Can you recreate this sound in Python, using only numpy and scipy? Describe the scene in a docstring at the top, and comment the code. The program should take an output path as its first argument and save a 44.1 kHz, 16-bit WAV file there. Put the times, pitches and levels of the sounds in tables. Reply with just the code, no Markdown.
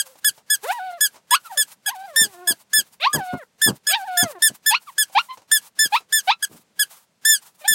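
"""Puppy whining in a parked car

A puppy close to a microphone gives short, high nasal squeaks, sliding whimpers and moans, and rising yips.
The tones are sums of harmonics, shaped by the resonances of snout or throat and unsettled by random drift.
Sniffs, lip clicks and puffs of air on the microphone are coloured noise under level envelopes.
The padded cabin adds a very short ring, modelled as decaying noise, and a faint hush lies beneath.
"""
import sys
import numpy as np
from scipy import signal
from scipy.fft import rfft, irfft
from scipy.io import wavfile
from scipy.ndimage import map_coordinates

SR = 44100
rng = np.random.default_rng(int(sys.argv[2]) if len(sys.argv) > 2 else 0)


def digitize_waveform(pressure):
    """Quantize a signal to 16-bit integers and store it at the path in sys.argv[1].

    Rows of a 2-D input are taken as channels; values are limited to [-1, 1].
    """
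    field = np.atleast_2d(pressure).T
    bounded = np.clip(field, -1, 1)
    quanta = np.round(bounded * 32767).astype(np.int16)
    wavfile.write(sys.argv[1], SR, quanta)


N = 341334  # length in samples

# Nasal squeaks; each but the last has a sniff after it.
# Columns: start_s, length_s, nominal pitch_hz, fundamental_db ahead of the snout, brightness_db, sniff_db
SQUEAK_EVENTS = [(-.04, 0.062, 1712, -23.5, 4.5, -54), (.2466, 0.054, 1723, -21, 4, -55.5),
                 (.502, 0.058, 1724, -21.5, 3, -54.5), (1.009, 0.067, 1716, -21, 4, -57),
                 (1.309, 0.055, 1716, -22, 2.5, -51.5), (1.575, 0.061, 1750, -21, 2.5, -48),
                 (1.862, 0.041, 1702, -25, 1, -53.5), (2.162, 0.099, 1799, -16.5, -0.5, -58),
                 (2.474, 0.054, 1725, -22, 4.5, -51.5), (2.734, 0.079, 1747, -20, 2, -55),
                 (3.131, 0.04, 1709, -22.5, 0, -67), (3.618, 0.083, 1765, -18, 0.5, -52),
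                 (3.87, 0.064, 1720, -22.5, 3, -55.5), (4.173, 0.072, 1755, -19, 0.5, -41.5),
                 (4.423, 0.069, 1784, -17, 1, -49.5), (4.663, 0.062, 1760, -18.5, 1, -54.5),
                 (4.982, 0.059, 1737, -20.5, 1.5, -48), (5.516, 0.071, 1765, -18, 1, -46),
                 (5.791, 0.082, 1761, -17.5, -2, -39.5), (6.126, 0.079, 1768, -18, -2, -42.5),
                 (6.427, 0.028, 1714, -21.5, -1, -48.5), (6.794, 0.046, 1716, -20, 1.5, -47),
                 (7.252, 0.12, 1778, -18.5, 2, -49.5), (7.679, 0.073, 1772, -18, 2, -50)]
# Short whimpers, one pitch slide each.
# Columns: start_s, length_s, start_pitch_hz, end_pitch_hz, mid_level_db, pressed_db (overtones re level)
WHIMPER_EVENTS = [(0.013, 0.15, 574, 484, -54, -29), (1.443, 0.048, 1440, 1206, -38, -14),
                  (1.491, 0.065, 1014, 674, -33, -43), (1.548, 0.069, 667, 467, -40, -17),
                  (4.866, .045, 1400, 872, -36.5, -12.5), (5.284, 0.068, 987, 1034, -30, -12),
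                  (7.608, 0.046, 590, 616, -42.5, -4.5), (7.64, .038, 757, 855, -29, -8)]
# Long moans, one curve each. Columns of a curve: time_s, pitch_hz, level_db
MOAN_CURVES = [
    [(.628, 390, -46), (.645, 423, -29), (.68, 661, -30.5), (.705, 745, -17.5), (.732, 990, -30),
     (.78, 940, -31), (.8, 728, -31), (.85, 756, -31.5), (.93, 702, -31), (.97, 687, -40.5), (1, 504, -51)],
    [(1.872, 900, -38), (1.89, 734, -30.5), (1.925, 1093, -36.5), (1.96, 737, -37.5), (2.06, 801, -35),
     (2.11, 629, -44), (2.19, 472, -42.5), (2.32, 387.5, -54), (2.35, 349, -47), (2.44, 361.3, -40),
     (2.54, 334, -49)],
    [(2.998, 506, -50.5), (3.035, 692, -30.5), (3.055, 892, -18.5), (3.074, 1108, -11), (3.09, 1193, -27.5),
     (3.13, 1230, -39), (3.21, 776, -28), (3.255, 730, -34.5), (3.31, 731, -26.5), (3.385, 711, -38.5),
     (3.44, 442, -47)],
    [(3.882, 522, -47.5), (3.92, 727, -32), (3.945, 805, -23.5), (3.957, 955, -24.5), (4, 787, -32.5),
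     (4.037, 740, -30.5), (4.062, 944, -39), (4.085, 749, -27.5), (4.195, 700, -26.5), (4.23, 740, -27),
     (4.3, 590, -34.5), (4.36, 376, -41.5), (4.43, 280, -53.5)],
]
# How each moan opens. Columns: pressed_db (overtones re level), relax_at_s, air_rush_db
MOAN_STARTS = [(-14.5, 0.745, -38.5), (-7, 1.925, -50), (8, 3.06, -50), (4.5, 3.972, -51)]

LEAD_S = 0.04  # air leaks this long before a squeak speaks
TOP_HZ = 16000  # upper limit of the throat's overtones and of the microphone


def undb(db):
    """Level to amplitude ratio: 20 dB is a factor of ten."""
    return np.exp(np.asarray(db) * (np.log(10) / 20))


def gain_at(hz, colour):
    """Frequency response: gain of a colour table, interpolated in dB over log frequency."""
    points, db = np.transpose(colour)
    return undb(np.interp(np.log(hz + 1), np.log(points), db))


def noise(colour):
    """Spectral shaping: white noise weighted by a colour table and normalised to rms 1."""
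    white = rng.standard_normal(N)
    bins_hz = np.arange(N // 2 + 1) * SR / N
    shaped = irfft(rfft(white) * gain_at(bins_hz, colour), N)
    return shaped / shaped.std()


def walk(n, rate):
    """Band-limited randomness: smooth chance with a spread near 1 and about `rate` turns a second."""
    turns = np.arange(n) * (rate / SR)
    grid = np.arange(0, turns[-1] + 1, 1 / 10)
    values = map_coordinates(rng.standard_normal(4096), [grid], order=2, mode="wrap")
    return np.interp(turns, grid, values)


def step(t, width_s):
    """Smooth transition: a tanh rise from 0 to 1 around t = 0."""
    return (1 + np.tanh(t / width_s)) / 2


def add(track, start, x):
    """Superposition: mix x into the track from the start time on, trimmed to the track's ends."""
    i = int(start * SR)
    x = x[max(-i, 0):max(N - i, 0)]
    track[max(i, 0):max(i, 0) + len(x)] += x


def squeak(length, hz, db, bright_db):
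    """Self-excited oscillation: leaking air sets a tense edge vibrating, which droops as pressure runs out."""
    # Snout resonances. Columns: frequency_hz, gain_db
    snout = [(1700, -0.5), (3400, -3.5), (5200, -4), (7000, -4), (8600, -2.5), (10400, -8), (12200, -10),
             (14000, -11), (15700, -20)]
    t = np.arange(-int(LEAD_S * SR), int(2 * length * SR)) / SR
    u = np.clip(t / length, 0, 1.08)  # progress through the squeak
    settling = np.exp(-np.maximum(t, 0) / 0.0026)

    # squeaks under full length sag from the start; longer ones first rise to their note
    full_length_s, sag_hz_per_s, arch_hz_per_s = 0.066, 1600, 470
    sag_hz = sag_hz_per_s * max(full_length_s - length, 0) * u
    arch_hz = arch_hz_per_s * max(length - full_length_s, 0) * np.maximum(1 - u / 0.48, 0) ** 2
    droop_hz = 248 * u ** 4
    scoop = 1 - 0.051 * settling  # the onset starts a little flat
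    jitter = 0.0009 + 0.04 * u ** 6 + 0.052 * settling
    pitch = (hz - sag_hz - arch_hz - droop_hz) * scoop * (1 + jitter * walk(len(t), 1500))
    phase = 2 * np.pi * np.cumsum(pitch) / SR

    tone = undb(db + bright_db - 41) * rng.standard_normal(len(t))  # breath within the note
    for k in range(1, 11):
        # the fundamental thins most towards the end; the top overtones also dull
        if k == 1:
            register_db = -9 * u ** 3
        elif k < 5:
            register_db = -1.8 + 0.6 * bright_db
        else:
            register_db = bright_db - 4 * u ** 4
        # higher overtones are less steady, most of all at onset and end
        waver_db = 3 * min(k / 3, 1) * walk(len(t), 54.5)
        fray_db = 5 * k / 10 * (u + settling) * walk(len(t), 220)
        level = undb(db + register_db + waver_db + fray_db)
        harmonic = np.sin(k * phase + rng.uniform(0, np.pi))
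        tone += np.sqrt(2) * gain_at(k * pitch, snout) * level * harmonic

    # the leak hisses, and a faint tone at the squeak's pitch swells and fades around the onset
    flow = np.exp(-np.abs(t) / 0.12) * np.minimum(1 + t / LEAD_S, 1) ** 0.5
    lowpass = signal.butter(1, 7000, fs=SR, output="sos")
    hiss = undb(db - 27) * flow * signal.sosfilt(lowpass, rng.standard_normal(len(t)))
    onset_tone = undb(db - 17) * np.exp(-np.abs(t) / 0.005) * np.sin(phase)
    fade = 1 / (1 + np.exp((t / length - 0.87) / 0.068))
    return hiss + onset_tone + tone * step(t, 0.002) * fade


def cabin_hush():
    """Stationary noise: a faint coloured background whose level drifts slowly by about a decibel."""
    # Background spectrum. Columns: frequency_hz, gain_db
    hush_colour = [(25, -9.5), (70, -7), (130, -2), (200, 3), (300, -7), (550, -4.5), (1200, -10.5),
                   (3000, -13), (8000, -16.5), (15000, -28)]
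    return noise(hush_colour) * undb(-66 + walk(N, 2))


def sniffs():
    """Turbulent flow: air hisses out with whimpers and moans, and in after each squeak but the last."""
    # Hiss spectrum at the nostrils. Columns: frequency_hz, gain_db
    nostril = [(300, -24), (900, 3), (1800, -5.5), (3500, -5), (6000, -4.5), (9000, -2), (12000, -3.5),
               (15000, -6.5), (17000, -1.5)]
    reach_s, whimper_air_db = 0.077, -54.5  # air extends this far before and after a whimper
    moan_air_db = -52.5
    breaths = [(start - reach_s, length + 2 * reach_s, whimper_air_db)
               for start, length, *_ in WHIMPER_EVENTS]
    for curve, (_, relax_at, rush_db) in zip(MOAN_CURVES, MOAN_STARTS):
        start, end = curve[0][0], curve[-1][0]
        breaths.append((start, end - start + 0.06, moan_air_db))
        breaths.append((start, 1.4 * (relax_at - start), rush_db))
    # a drawn breath fills half the pause between squeaks, up to a limit
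    delay_s, pause_share, longest_s = 0.017, 0.5, 0.25
    for (start, length, *_, db), following in zip(SQUEAK_EVENTS, SQUEAK_EVENTS[1:]):
        pause = following[0] - start - length
        breaths.append((start + length + delay_s, min(pause_share * pause, longest_s), db))
    flow = np.zeros(N)
    for start, length, db in breaths:
        add(flow, start, undb(db) * np.hanning(int(length * SR)) ** 0.74)
    return flow * noise(nostril) * undb(5 * walk(N, 47))


def voice(t, hz, db, pressed_db, nasal_db, edge_s):
    """Source and filter: soft fold vibration gives a near-pure tone, and pressing adds rough overtones."""
    # Mouth resonances heard when pressed. Columns: frequency_hz, gain_db
    throat = [(700, -35), (1400, -15), (2000, -13), (2450, -1.5), (3000, -6), (3750, -4.5), (4600, -12),
              (5600, -27), (6300, -27.5), (7200, -38.5), (9000, -41.5), (15000, -49.5)]
    # Nasal resonances of the soft overtones. 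Columns: frequency_hz, gain_db
    nasal = [(700, 1), (1100, -5), (1450, -9), (1950, -10), (2350, -28), (3700, -35), (4400, -29),
             (5500, -36), (8000, -48), (15000, -60)]
    n = len(t)
    press = undb(pressed_db)
    strain = np.minimum(press, 1)

    # slack folds on low notes hold neither pitch nor level steady
    slack = np.minimum((600 / hz) ** 2, 2)
    # now and then the voice catches: it dips and trembles
    catch = np.minimum(slack, 1) * step(walk(n, 45) - 1, 0.1)
    drift = 0.0065 * slack * walk(n, 70)
    jitter = (0.002 + 0.015 * strain + 0.032 * catch) * walk(n, 900)
    hz = hz * (1 + drift + jitter)
    db = db + slack * walk(n, 34) - 9 * catch
    phase = 2 * np.pi * np.cumsum(hz) / SR

    # the small head radiates little bass, so low notes lean on their octave
    out = np.sin(phase) / np.sqrt(1 + (390 / hz) ** 6)
    # strained folds also rattle slowly, which makes the overtones grainy
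    rattle_hz = 300 * (1 + 0.25 * walk(n, 200))
    rattle = 1 + 0.25 * np.sin(2 * np.pi * np.cumsum(rattle_hz) / SR)
    flutter_db = 3
    for k in range(2, 13):
        flutter = undb(min(k, flutter_db) * walk(n, 70) + flutter_db * strain * walk(n, 400))
        patchy = undb(4 * min(k / 4, 1) * walk(n, 30)) / (1 + (k * slack / 10) ** 2)
        pressed = press * rattle * gain_at(k * hz, throat)
        soft = undb(nasal_db) * patchy * gain_at(k * hz, nasal)
        # the folds close softly, so high orders are weak
        rolloff = (k * hz < TOP_HZ) / (1 + (k / 7.7) ** 6)
        harmonic = np.sin(k * phase + rng.uniform(0, 2 * np.pi))
        out += (pressed + soft) * flutter * rolloff * harmonic

    air = irfft(rfft(rng.standard_normal(n)) * gain_at(np.fft.rfftfreq(n, 1 / SR), throat), n)
    air /= air.std()
    # under strain, air escapes once in every cycle
    out += undb(-18) * press * np.sqrt(strain) * air * (1 + 0.53 * np.cos(phase))
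    # a thin veil of breath lies over even the softest notes
    out += undb(-26.5) * air
    edges = np.clip(np.minimum(t - t[0], t[-1] - t) / edge_s, 0, 1)
    return np.sqrt(2) * out * undb(db) * edges


def whimper(length, start_hz, end_hz, db, pressed_db):
    """Frequency glide: one soft, wobbly exponential slide that is loudest in the middle."""
    t = np.arange(0, length, 1 / SR)
    u = t / length
    wobble = 1 + 0.034 * walk(len(t), 103)
    hz = start_hz * (end_hz / start_hz) ** u * wobble
    level_db = db - 16.5 * (2 * u - 1) ** 2
    return voice(t, hz, level_db, pressed_db, nasal_db=-4, edge_s=0.006)


def smacks():
    """Damped transient: parting lips and tongue give small wet ticks that decay in the mouth."""
    # Columns: start_s, level_db
    ticks = [(.155, -50), (.378, -48), (1.143, -48), (1.158, -47), (5.098, -50), (5.373, -44), (5.418, -53),
             (6.005, -47)]
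    # Mouth spectrum. Columns: frequency_hz, gain_db
    mouth = [(200, -11), (900, 1), (1600, -12), (3500, -14), (7000, -14), (15000, -28)]
    envelope = np.zeros(N)
    decay = np.exp(-np.arange(SR // 20) / SR / 0.021)
    for start, db in ticks:
        add(envelope, start, undb(db) * decay)
    return envelope * noise(mouth)


def puffs():
    """Jet turbulence: air from the nose hits the microphone quickly and breaks into low eddies."""
    # Columns: start_s, length_s, level_db
    jets = [(0.268, 0.059, -50), (2.204, 0.072, -33), (2.502, 0.031, -30), (2.781, 0.046, -37),
            (3.135, 0.072, -20.5), (3.327, 0.043, -26.5), (3.66, 0.072, -21), (4.227, 0.035, -22.5),
            (4.493, 0.044, -39), (5.162, 0.058, -56), (5.852, 0.021, -34), (6.495, 0.098, -46),
            (7.699, 0.086, -41.5)]
    # Eddy spectrum. Columns: frequency_hz, gain_db
    buffet = [(25, -22), (70, -20), (130, 0), (250, -2.5), (420, -10), (700, -15.5), (1200, -21),
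              (2500, -48), (8000, -54.5)]
    push = np.zeros(N)
    for start, length, db in jets:
        u = np.arange(int(2 * length * SR)) / (length * SR)
        add(push, start, undb(db) * np.minimum(u / 0.13, 1) * np.exp(-2 * u ** 2))
    return push * noise(buffet) * undb(4 * (walk(N, 260) + 0.22))


def moan(curve, opening_db, relax_at):
    """Varying fold tension: overtones change from their opening strength to a relaxed, nearly pure note."""
    relaxed_db = -27
    times, pitches, levels = np.transpose(curve)
    t = np.arange(times[0], times[-1], 1 / SR)
    hz = np.interp(t, times, pitches)
    db = np.interp(t, times, levels)
    pressed_db = opening_db + (relaxed_db - opening_db) * step(t - relax_at, 0.012)
    return voice(t, hz, db, pressed_db, nasal_db=-1.0, edge_s=0.0035)


def yip(climb_s, start_hz, end_hz, db, pressed_db):
    """Register break: the voice swells and climbs, snaps to a thin, strained register and dies away."""
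    tail_s = 0.041
    t = np.arange(0, climb_s + tail_s, 1 / SR)
    climb = np.minimum(t / climb_s, 1)
    tail = np.maximum(t - climb_s, 0) / tail_s
    broken = step(t - climb_s, 0.003)
    low_hz = start_hz * (1 + 0.19 * climb ** 2)
    hz = low_hz + (end_hz - low_hz) * step(t - climb_s - 0.002, 0.008)
    # swell up to the break, step down there, fade over the tail
    level_db = db - 13 * (1 - climb) ** 2 - 9 * broken - 32.5 * tail ** 1.84
    return voice(t, hz, level_db, pressed_db + 13 * broken, nasal_db=-9.0, edge_s=0.007)


def cabin(x):
    """Reverberant decay: glass and trim return sound in milliseconds; seats soak up the treble first."""
    first_return_s, split_hz = 0.011, 2000
    t = np.arange(SR // 3) / SR
    response = np.zeros(len(t))
    # band, t60_s, level_db
    for kind, t60, db in (("low", 0.077, -19), ("high", 0.06, -23)):
        tail = rng.standard_normal(len(t)) * undb(-60 * t / t60) * (t > first_return_s)
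        band = signal.butter(4, split_hz, kind, fs=SR, output="sos")
        response += undb(db) * signal.sosfilt(band, tail / np.linalg.norm(tail))
    return x + signal.fftconvolve(x, response)[:N]


def scene():
    """Superposition of puppy in the cabin, air on the microphone and hush, alike in both channels."""
    # Yips. Columns: start_s, climb_s, start_pitch_hz, end_pitch_hz, level_db,
    # pressed_db (overtones re level, before the break)
    yips = [(1.311, 0.038, 933, 1476, -12, -10.5), (4.702, 0.045, 830, 1448, -17, -2.5),
            (5.148, 0.037, 775, 1418, -10, -10.5), (5.92, 0.039, 808, 1319, -12.5, -8.5),
            (6.272, .038, 735.5, 1326, -11.5, -6)]
    puppy = sniffs() + smacks()
    for start, length, hz, db, bright_db, _ in SQUEAK_EVENTS:
        add(puppy, start - LEAD_S, squeak(length, hz, db, bright_db))
    for start, *shape in WHIMPER_EVENTS:
        add(puppy, start, whimper(*shape))
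    for curve, (opening_db, relax_at, _) in zip(MOAN_CURVES, MOAN_STARTS):
        add(puppy, curve[0][0], moan(curve, opening_db, relax_at))
    for start, *shape in yips:
        add(puppy, start, yip(*shape))
    mono = cabin(puppy) + puffs() + cabin_hush()
    return np.array([mono, mono])


def record(dry):
    """Band limiting: the microphone sheds the deep bass below 85 Hz and cuts the top."""
    highpass = signal.butter(2, 85, "high", fs=SR, output="sos")
    lowpass = signal.ellip(10, 0.2, 70, TOP_HZ, fs=SR, output="sos")
    return signal.sosfilt(lowpass, signal.sosfilt(highpass, dry))


dry = scene()
out = record(dry)
digitize_waveform(out)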